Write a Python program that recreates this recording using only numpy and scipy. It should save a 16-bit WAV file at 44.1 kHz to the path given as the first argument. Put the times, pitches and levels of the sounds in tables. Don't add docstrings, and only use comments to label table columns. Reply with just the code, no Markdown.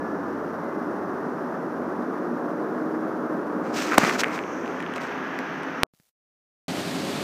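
import sys
import numpy as np
from scipy import signal
from scipy.io import wavfile

SR = 44100
rng = np.random.default_rng(int(sys.argv[2]) if len(sys.argv) > 2 else 0)


def file_out(sig):
    cols = np.atleast_2d(sig).T
    lim = np.clip(cols, -1, 1)
    pcm = np.round(lim * 32767).astype(np.int16)
    wavfile.write(sys.argv[1], SR, pcm)


N = 318843
TIME = np.arange(N) / SR
SILENT_FROM_S, SILENT_TO_S = 5.834, 6.682

# time [s], exhaust_rumble [dB], fan_and_tyre_noise [dB]
TRAFFIC_LEVELS = [
    [(0.0, -32.6, -35.4), (1.8, -32, -35.7), (3.6, -30.8, -35.2)],
    [(4.45, -33.4, -37), (5.1, -36.6, -34.5), (5.8, -37.6, -35.4)],
    [(6.72, -32.4, -37.4), (7.2, -31.6, -37.4)],
]


def street(spectrum):
    rumble_db, wash_db = in_time(np.vstack(TRAFFIC_LEVELS))
    noise = coloured(rng.standard_normal(N), spectrum)
    low = signal.sosfiltfilt(signal.butter(4, 600, fs=SR, output="sos"), noise)
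    high = noise - low
    rumble = low / np.std(low) * from_db(rumble_db + 0.7 * drift(12))
    wash = high / np.std(band(high, 1800, "low")) * from_db(wash_db + 0.6 * drift(25))
    return rumble + wash


# frequency [Hz], density [dB per Hz]
COVERED_SPECTRUM = [(40, -51.0), (65, -41.5), (115, -24.0), (175, -5.0), (340, -0.8), (510, -6.5),
                    (570, -6.0), (780, -10.5), (1250, -11.0), (1650, -17.5), (2250, -34.5), (3000, -42.5),
                    (3800, -45.5), (6000, -46.0), (7800, -55.0), (11500, -53.0), (15000, -56.0)]
LOOSE_SPECTRUM = [(40, -48), (65, -40), (115, -19), (165, -3), (300, 0), (450, -6), (850, -9), (1200, -7.3),
                  (1680, -7.3), (2200, -16.3), (3100, -23.5), (4000, -34), (6200, -36.5), (7700, -51),
                  (10500, -54.5), (14500, -50)]
OPEN_SPECTRUM = [(40, -35.5), (110, -13.0), (170, 2.0), (270, -1.5), (400, -3.0), (470, -12.0), (550, -5.5),
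                 (950, -13.0), (2800, -18.5), (4700, -19.5), (5200, -24.0), (8400, -28.0), (9600, -33.0),
                 (13500, -36.0), (15000, -43.0)]
# time [s], resonance [Hz], level [dB]
GAP_RESONANCE = [(0, 5600, -70), (3.6, 5590, -75), (4.35, 6014, -64), (4.52, 6000, -54), (4.85, 6000, -64),
                 (5.8, 5704, -62)]
LEAK_POWER = 3


def traffic():
    leak = looseness() ** LEAK_POWER
    muffled = np.sqrt(1 - leak) * street(COVERED_SPECTRUM) + np.sqrt(leak) * street(LOOSE_SPECTRUM)
    gap_hz, gap_db = in_time(GAP_RESONANCE)
    gap = from_db(gap_db) * rms_one(drift(450) * np.sin(turning(gap_hz)))
    return np.where(TIME < SILENT_FROM_S, muffled + gap, street(OPEN_SPECTRUM))


# time [s], firing_rate [Hz]
FIRING_RATE = [(0, 97), (0.28, 95), (0.72, 101.5), (1.9, 98), (2.6, 103), (3.1, 105.6), (3.65, 101.3),
               (4.3, 102), (5.1, 92), (5.8, 90.9), (7.23, 101)]
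# time [s], level [dB]
FIRING_TONE_LEVEL = [(0, -54), (0.45, -51.5), (0.78, -59), (1.05, -52.5), (1.48, -63), (1.85, -53),
                     (2.2, -68), (3.4, -61), (3.9, -56), (4.9, -57), (5.2, -65), (5.8, -62), (6.7, -53)]
# time [s], level [dB]
EXHAUST_NOTE_LEVEL = [(0, -38), (0.33, -33.5), (0.53, -43), (0.76, -33), (0.95, -39), (1.65, -43),
                      (2.0, -36), (2.3, -36), (2.6, -32.5), (3.0, -30.5), (3.3, -35), (3.65, -32),
                      (4.1, -39), (4.45, -37), (5.0, -48), (7.23, -40)]
NOTE_WAVER_DB, OVERTONES_DB = 2.3, -48


def car_engine():
    firing_hz, = in_time(FIRING_RATE)
    firing_db, = in_time(FIRING_TONE_LEVEL)
    note_db, = in_time(EXHAUST_NOTE_LEVEL)
    phase = turning(firing_hz)
    firing = from_db(firing_db) * np.sin(phase)
    note = from_db(note_db + NOTE_WAVER_DB * drift(7)) * np.sin(3 * phase + 0.55 * drift(9))
    overtones = np.zeros(N)
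    for multiple in (3.5, 4, 4.5, 5.5):
        overtones += from_db(3 * drift(4)) * np.sin(multiple * phase + 0.8 * drift(5))
    return firing + note + from_db(OVERTONES_DB) * overtones


# time [s], pitch [Hz]
TRUCK_PITCH_CURVE = [(0, 240), (0.6, 234), (1.0, 248), (2.7, 247), (3.7, 242), (4.2, 249), (4.9, 255),
                     (5.25, 267), (7.23, 261)]
DRONE_COVERED_DB, DRONE_LOOSE_DB, DRONE_OPEN_DB = -38.8, -41, -36.8
TRUCK_SWELL_S, TRUCK_SWELL_DB = 1.0, 8
DRONE_WAVER_DB = 3.2


def truck_drone():
    truck_hz, = in_time(TRUCK_PITCH_CURVE)
    under_finger_db = DRONE_COVERED_DB + (DRONE_LOOSE_DB - DRONE_COVERED_DB) * looseness()
    level_db = np.where(TIME < SILENT_FROM_S, under_finger_db, DRONE_OPEN_DB)
    level_db = level_db - TRUCK_SWELL_DB * np.maximum(1 - TIME / TRUCK_SWELL_S, 0)
    return from_db(level_db + DRONE_WAVER_DB * drift(8)) * np.sin(turning(truck_hz) + 0.65 * drift(8))


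# start [s], end [s], first_pitch [Hz], last_pitch [Hz], level [dB]
BRAKE_SQUEALS = [(-0.15, 0.25, 1700, 1716, -42), (0.1, 0.52, 1705, 1785, -49.5),
                 (0.45, 0.95, 1026, 1022, -44), (0.55, 0.95, 2042, 2040, -54), (0.6, 1.7, 1855, 1812, -54),
                 (4.9, 5.7, 1665, 1635, -45)]


def brakes():
    out = np.zeros(N)
    for start_s, end_s, first_hz, last_hz, level_db in BRAKE_SQUEALS:
        progress = np.clip((TIME - start_s) / (end_s - start_s), 0, 1)
        pitch_hz = first_hz + (last_hz - first_hz) * progress
        tone = np.sin(turning(pitch_hz * (1 + 0.0015 * drift(8))))
        out += from_db(level_db + 1.5 * drift(10)) * np.sin(np.pi * progress) * tone
    return out


LOOSENS_FROM_S, LOOSENS_TO_S = 3.7, 5.08


def looseness():
    return np.interp(TIME, [LOOSENS_FROM_S, LOOSENS_TO_S], [0, 1])


# start [s], attack [s], hold [s], release [s], drag before its bass cut [dB], skin_hiss [dB]
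FINGER_STROKES = [(3.65, .036, .06, .1, -46, -55), (3.742, .018, .02, .02, -37, -40),
                  (3.767, .03, .055, .25, -32.3, -34.5), (3.93, .11, .017, .04, -27, -41),
                  (3.995, .04, .103, .05, -24.7, -32.8), (4.125, .02, .036, .016, -29.5, -39),
                  (4.196, .026, .017, .012, -30, -28.5), (4.22, .01, .1, .2, -34.5, -52),
                  (4.335, .036, .025, .07, -38, -44.5), (4.45, .1, .38, .1, -46, -62),
                  (4.959, .008, .008, .02, -39, -43.5), (5.011, .01, .014, .1, -43, -46.5)]
# frequency [Hz], density [dB per Hz]
DRAG_SPECTRUM = [(40, -44), (90, -22), (170, 2), (500, -3.5), (1400, 2), (2400, -3), (3300, -22),
                 (6000, -38)]
HISS_SPECTRUM = [(1000, -15), (2500, 4.5), (3600, -0.5), (6000, 0.5), (8000, -7), (10000, -18.5),
                 (15000, -16.5)]


def finger_slide():
    drag_gain, hiss_gain = 0, 0
    for start_s, attack_s, hold_s, release_s, drag_db, hiss_db in FINGER_STROKES:
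        pressure = swell(start_s, attack_s, hold_s, release_s)
        drag_gain = np.hypot(drag_gain, from_db(drag_db) * pressure)
        hiss_gain = np.hypot(hiss_gain, from_db(hiss_db) * pressure)
    drag_grains = coloured(grains(per_s=3200, spread_db=2.8), DRAG_SPECTRUM)
    hiss_grains = coloured(grains(per_s=10000, spread_db=2.8), HISS_SPECTRUM)
    drag = drag_gain * from_db(1.6 * drift(60)) * drag_grains
    hiss = hiss_gain * from_db(1.2 * drift(60)) * hiss_grains
    return band(drag, 130, "high") + hiss


# time [s], level [dB], ring_pitch [Hz], crisp_share [dB]
FINGERTIP_CATCHES = [(3.9335, -8, 1600, -14), (3.9435, -8, 1400, -16), (3.975, -8, 1300, -18),
                     (3.9775, -9, 2100, -16), (3.985, -9, 150, -30), (4.0195, -7, 1400, -18),
                     (4.033, -3, 190, -26), (4.0335, -4, 650, -14), (4.0398, -3, 1400, -12),
                     (4.049, -4, 1100, -14), (4.078, -9, 600, -18), (4.0925, -5, 1500, -14),
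                     (4.096, -5, 2200, -14), (4.111, -6, 1400, -16), (4.199, -13, 2100, -3),
                     (4.206, -10, 2400, -2), (4.215, -10, 1700, -3), (4.2347, 1, 1600, -21),
                     (4.2363, -9, 2300, -16), (4.238, -11, 2100, -5), (4.243, -1, 2100, -21),
                     (4.283, -24, 2400, -4), (4.378, -9, 1500, -24), (4.39, -10, 2200, -18),
                     (4.438, -19, 2500, -22), (4.659, -22, 2700, -18), (4.678, -19.5, 2200, -17),
                     (4.804, -13.5, 1900, -19), (4.826, -23, 3000, -12), (4.864, -17, 2800, -22),
                     (4.938, -18, 2900, -10), (4.945, -24, 90, -30), (4.961, -19, 2200, -4),
                     (4.981, -17, 2200, -14), (5.3893, -13, 1900, -5), (5.633, -22, 2000, -8)]
BASS_CUT_HZ = 190
OVERLOAD = 0.82


def finger_catches():
    knocks = judder() + sum(knock(*row) for row in FINGERTIP_CATCHES)
    thinned = band(knocks, BASS_CUT_HZ, "high", order=2)
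    return band(np.clip(thinned, -OVERLOAD, OVERLOAD), BASS_CUT_HZ / 2, "high", order=2)


JUDDER_START_S, JUDDER_LENGTH_S = 3.9791, 0.0056
JUDDER_FIRST_HZ, JUDDER_LAST_HZ = 1300, 330
JUDDER_DB = -0.5
JUDDER_OCTAVE_DB, JUDDER_RASP_DB, JUDDER_THUMP_DB = -7, -4, -4.5
JUDDER_THUMP_HZ = 270
# frequency [Hz], density [dB per Hz]
RASP_SPECTRUM = [(100, -6), (250, 3), (600, -3), (2500, 1), (4500, -4), (8000, -10), (15000, -15)]


def judder():
    moving = TIME > JUDDER_START_S
    progress = np.clip((TIME - JUDDER_START_S) / JUDDER_LENGTH_S, 0, 1)
    pitch_hz = JUDDER_FIRST_HZ + (JUDDER_LAST_HZ - JUDDER_FIRST_HZ) * progress
    phase = turning(pitch_hz * moving)
    shudder = np.sin(phase) + from_db(JUDDER_OCTAVE_DB) * np.sin(2 * phase)
    rasp = from_db(JUDDER_RASP_DB) * progress * coloured(rng.standard_normal(N), RASP_SPECTRUM)
    thump = from_db(JUDDER_THUMP_DB) * np.sin(turning(JUDDER_THUMP_HZ * moving))
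    envelope = np.sqrt(np.abs(np.sin(np.pi * progress)))
    return from_db(JUDDER_DB) * envelope * (shudder + rasp + thump)


RING_S, RING_CYCLES = 0.0015, 3.5
CAVITY_TOP_HZ = 3400
EDGE_S = 0.004


def knock(start_s, level_db, ring_hz, crisp_db):
    age = TIME[:SR // 20]
    ring_t60 = RING_S + RING_CYCLES / ring_hz
    onset = np.minimum(2 * ring_hz * age, 1)
    ring = np.sin(2 * np.pi * ring_hz * age) * onset * np.exp(-np.log(1000) * age / ring_t60)
    ring = band(ring, CAVITY_TOP_HZ, "low", order=6)
    edge = band(rng.standard_normal(len(age)), 6000, "low", order=2)
    edge = edge * np.exp(-np.log(1000) * age / EDGE_S)
    out, at = np.zeros(N), round(start_s * SR)
    out[at:at + len(age)] = from_db(level_db) * (ring + from_db(crisp_db) * edge)
    return out


# time [s], level [dB], ring_pitch [Hz], crisp_share [dB]
DROPOUT_TICKS = [(5.9485, -56, 2500, 4), (5.9993, -49, 1600, 2)]
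# time [s], level [dB]
DROPOUT_BUMPS = [(5.9375, -50), (5.9997, -48.5)]


def dropout(sound):
    bumps = sum(bump(*row) for row in DROPOUT_BUMPS)
    ticks = sum(knock(*row) for row in DROPOUT_TICKS)
    live = (TIME < SILENT_FROM_S) | (TIME > SILENT_TO_S)
    return np.where(live, sound, pop_tail() + crackle() + bumps + ticks) + pop()


POP_S, POP_DB = 5.8336, -0.8
POP_PUSH_S, POP_FALL_S = 0.000105, 0.00066


def pop():
    corners_s = np.cumsum([0, 1.5 / SR, POP_PUSH_S, 1.5 / SR, POP_FALL_S])
    return from_db(POP_DB) * np.interp(TIME - POP_S, corners_s, [0, 1, 1, -1, 0])


POP_TAIL_DB, POP_TAIL_S = -54, 0.05
POP_TAIL_ENDS_S = 5.867


def pop_tail():
    noise = band(coloured(rng.standard_normal(N), COVERED_SPECTRUM), 1400, "low", order=8)
    decay = swell(POP_S, POP_PUSH_S, POP_FALL_S, POP_TAIL_S)
    return from_db(POP_TAIL_DB) * decay * noise * (TIME < POP_TAIL_ENDS_S)


CRACKLE_START_S, CRACKLE_HOLD_S, CRACKLE_RELEASE_S, CRACKLE_DB = 5.937, 0.153, 0.018, -69
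# frequency [Hz], density [dB per Hz]
CRACKLE_SPECTRUM = [(40, -14), (150, -8), (400, -9), (1500, -12), (5000, -10), (15000, -10)]


def crackle():
    clicks = coloured(grains(per_s=6000, spread_db=4.6), CRACKLE_SPECTRUM)
    return from_db(CRACKLE_DB) * swell(CRACKLE_START_S, 0.004, CRACKLE_HOLD_S, CRACKLE_RELEASE_S) * clicks


BUMP_HZ, BUMP_FALL_S = 160, 0.008


def bump(start_s, level_db):
    age = np.maximum(TIME - start_s, 0)
    swing = (TIME > start_s) * np.cos(2 * np.pi * BUMP_HZ * age)
    return from_db(level_db) * swing * swell(start_s, BUMP_FALL_S, 0, BUMP_FALL_S)


def swell(start_s, attack_s, hold_s, release_s):
    before = np.maximum(start_s - TIME, 0) / attack_s
    after = np.maximum(TIME - start_s - hold_s, 0) / release_s
    return from_db(-20 * np.minimum(before + after, 10))


def from_db(db):
    return 10 ** (np.asarray(db) / 20)


def rms_one(x):
    return x / np.sqrt(np.mean(x ** 2) + 1e-20)


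def in_time(rows):
    time_s, *columns = np.transpose(rows)
    return [np.interp(TIME, time_s, column) for column in columns]


def coloured(x, spectrum):
    hz, db = np.transpose(spectrum)
    bins_hz = np.maximum(np.arange(N // 2 + 1) * SR / N, 1)
    gain = from_db(np.interp(np.log(bins_hz), np.log(hz), db))
    return rms_one(np.fft.irfft(np.fft.rfft(x) * gain, N))


def band(x, edges_hz, kind, order=4):
    return signal.sosfilt(signal.butter(order, edges_hz, kind, fs=SR, output="sos"), x)


def drift(rate_hz):
    noise = rng.standard_normal(N + SR)
    return rms_one(band(noise, rate_hz, "low", order=2)[SR:])


def turning(hz):
    return 2 * np.pi * np.cumsum(hz) / SR


def grains(per_s, spread_db):
    sizes = from_db(spread_db * np.minimum(rng.exponential(1, N), 4))
    signs = rng.choice([-1, 1], N)
    return sizes * signs * (rng.random(N) < per_s / SR)


def scene():
    vehicles = traffic() + car_engine() + truck_drone() + brakes()
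    finger = finger_slide() + finger_catches()
    return dropout(vehicles + finger)[None]


CUTOFF_HZ = 15450


def record(dry):
    lowpass = signal.firwin(255, CUTOFF_HZ, fs=SR, window="blackman")
    return signal.fftconvolve(dry, lowpass[None], "same")


dry = scene()
out = record(dry)
file_out(out)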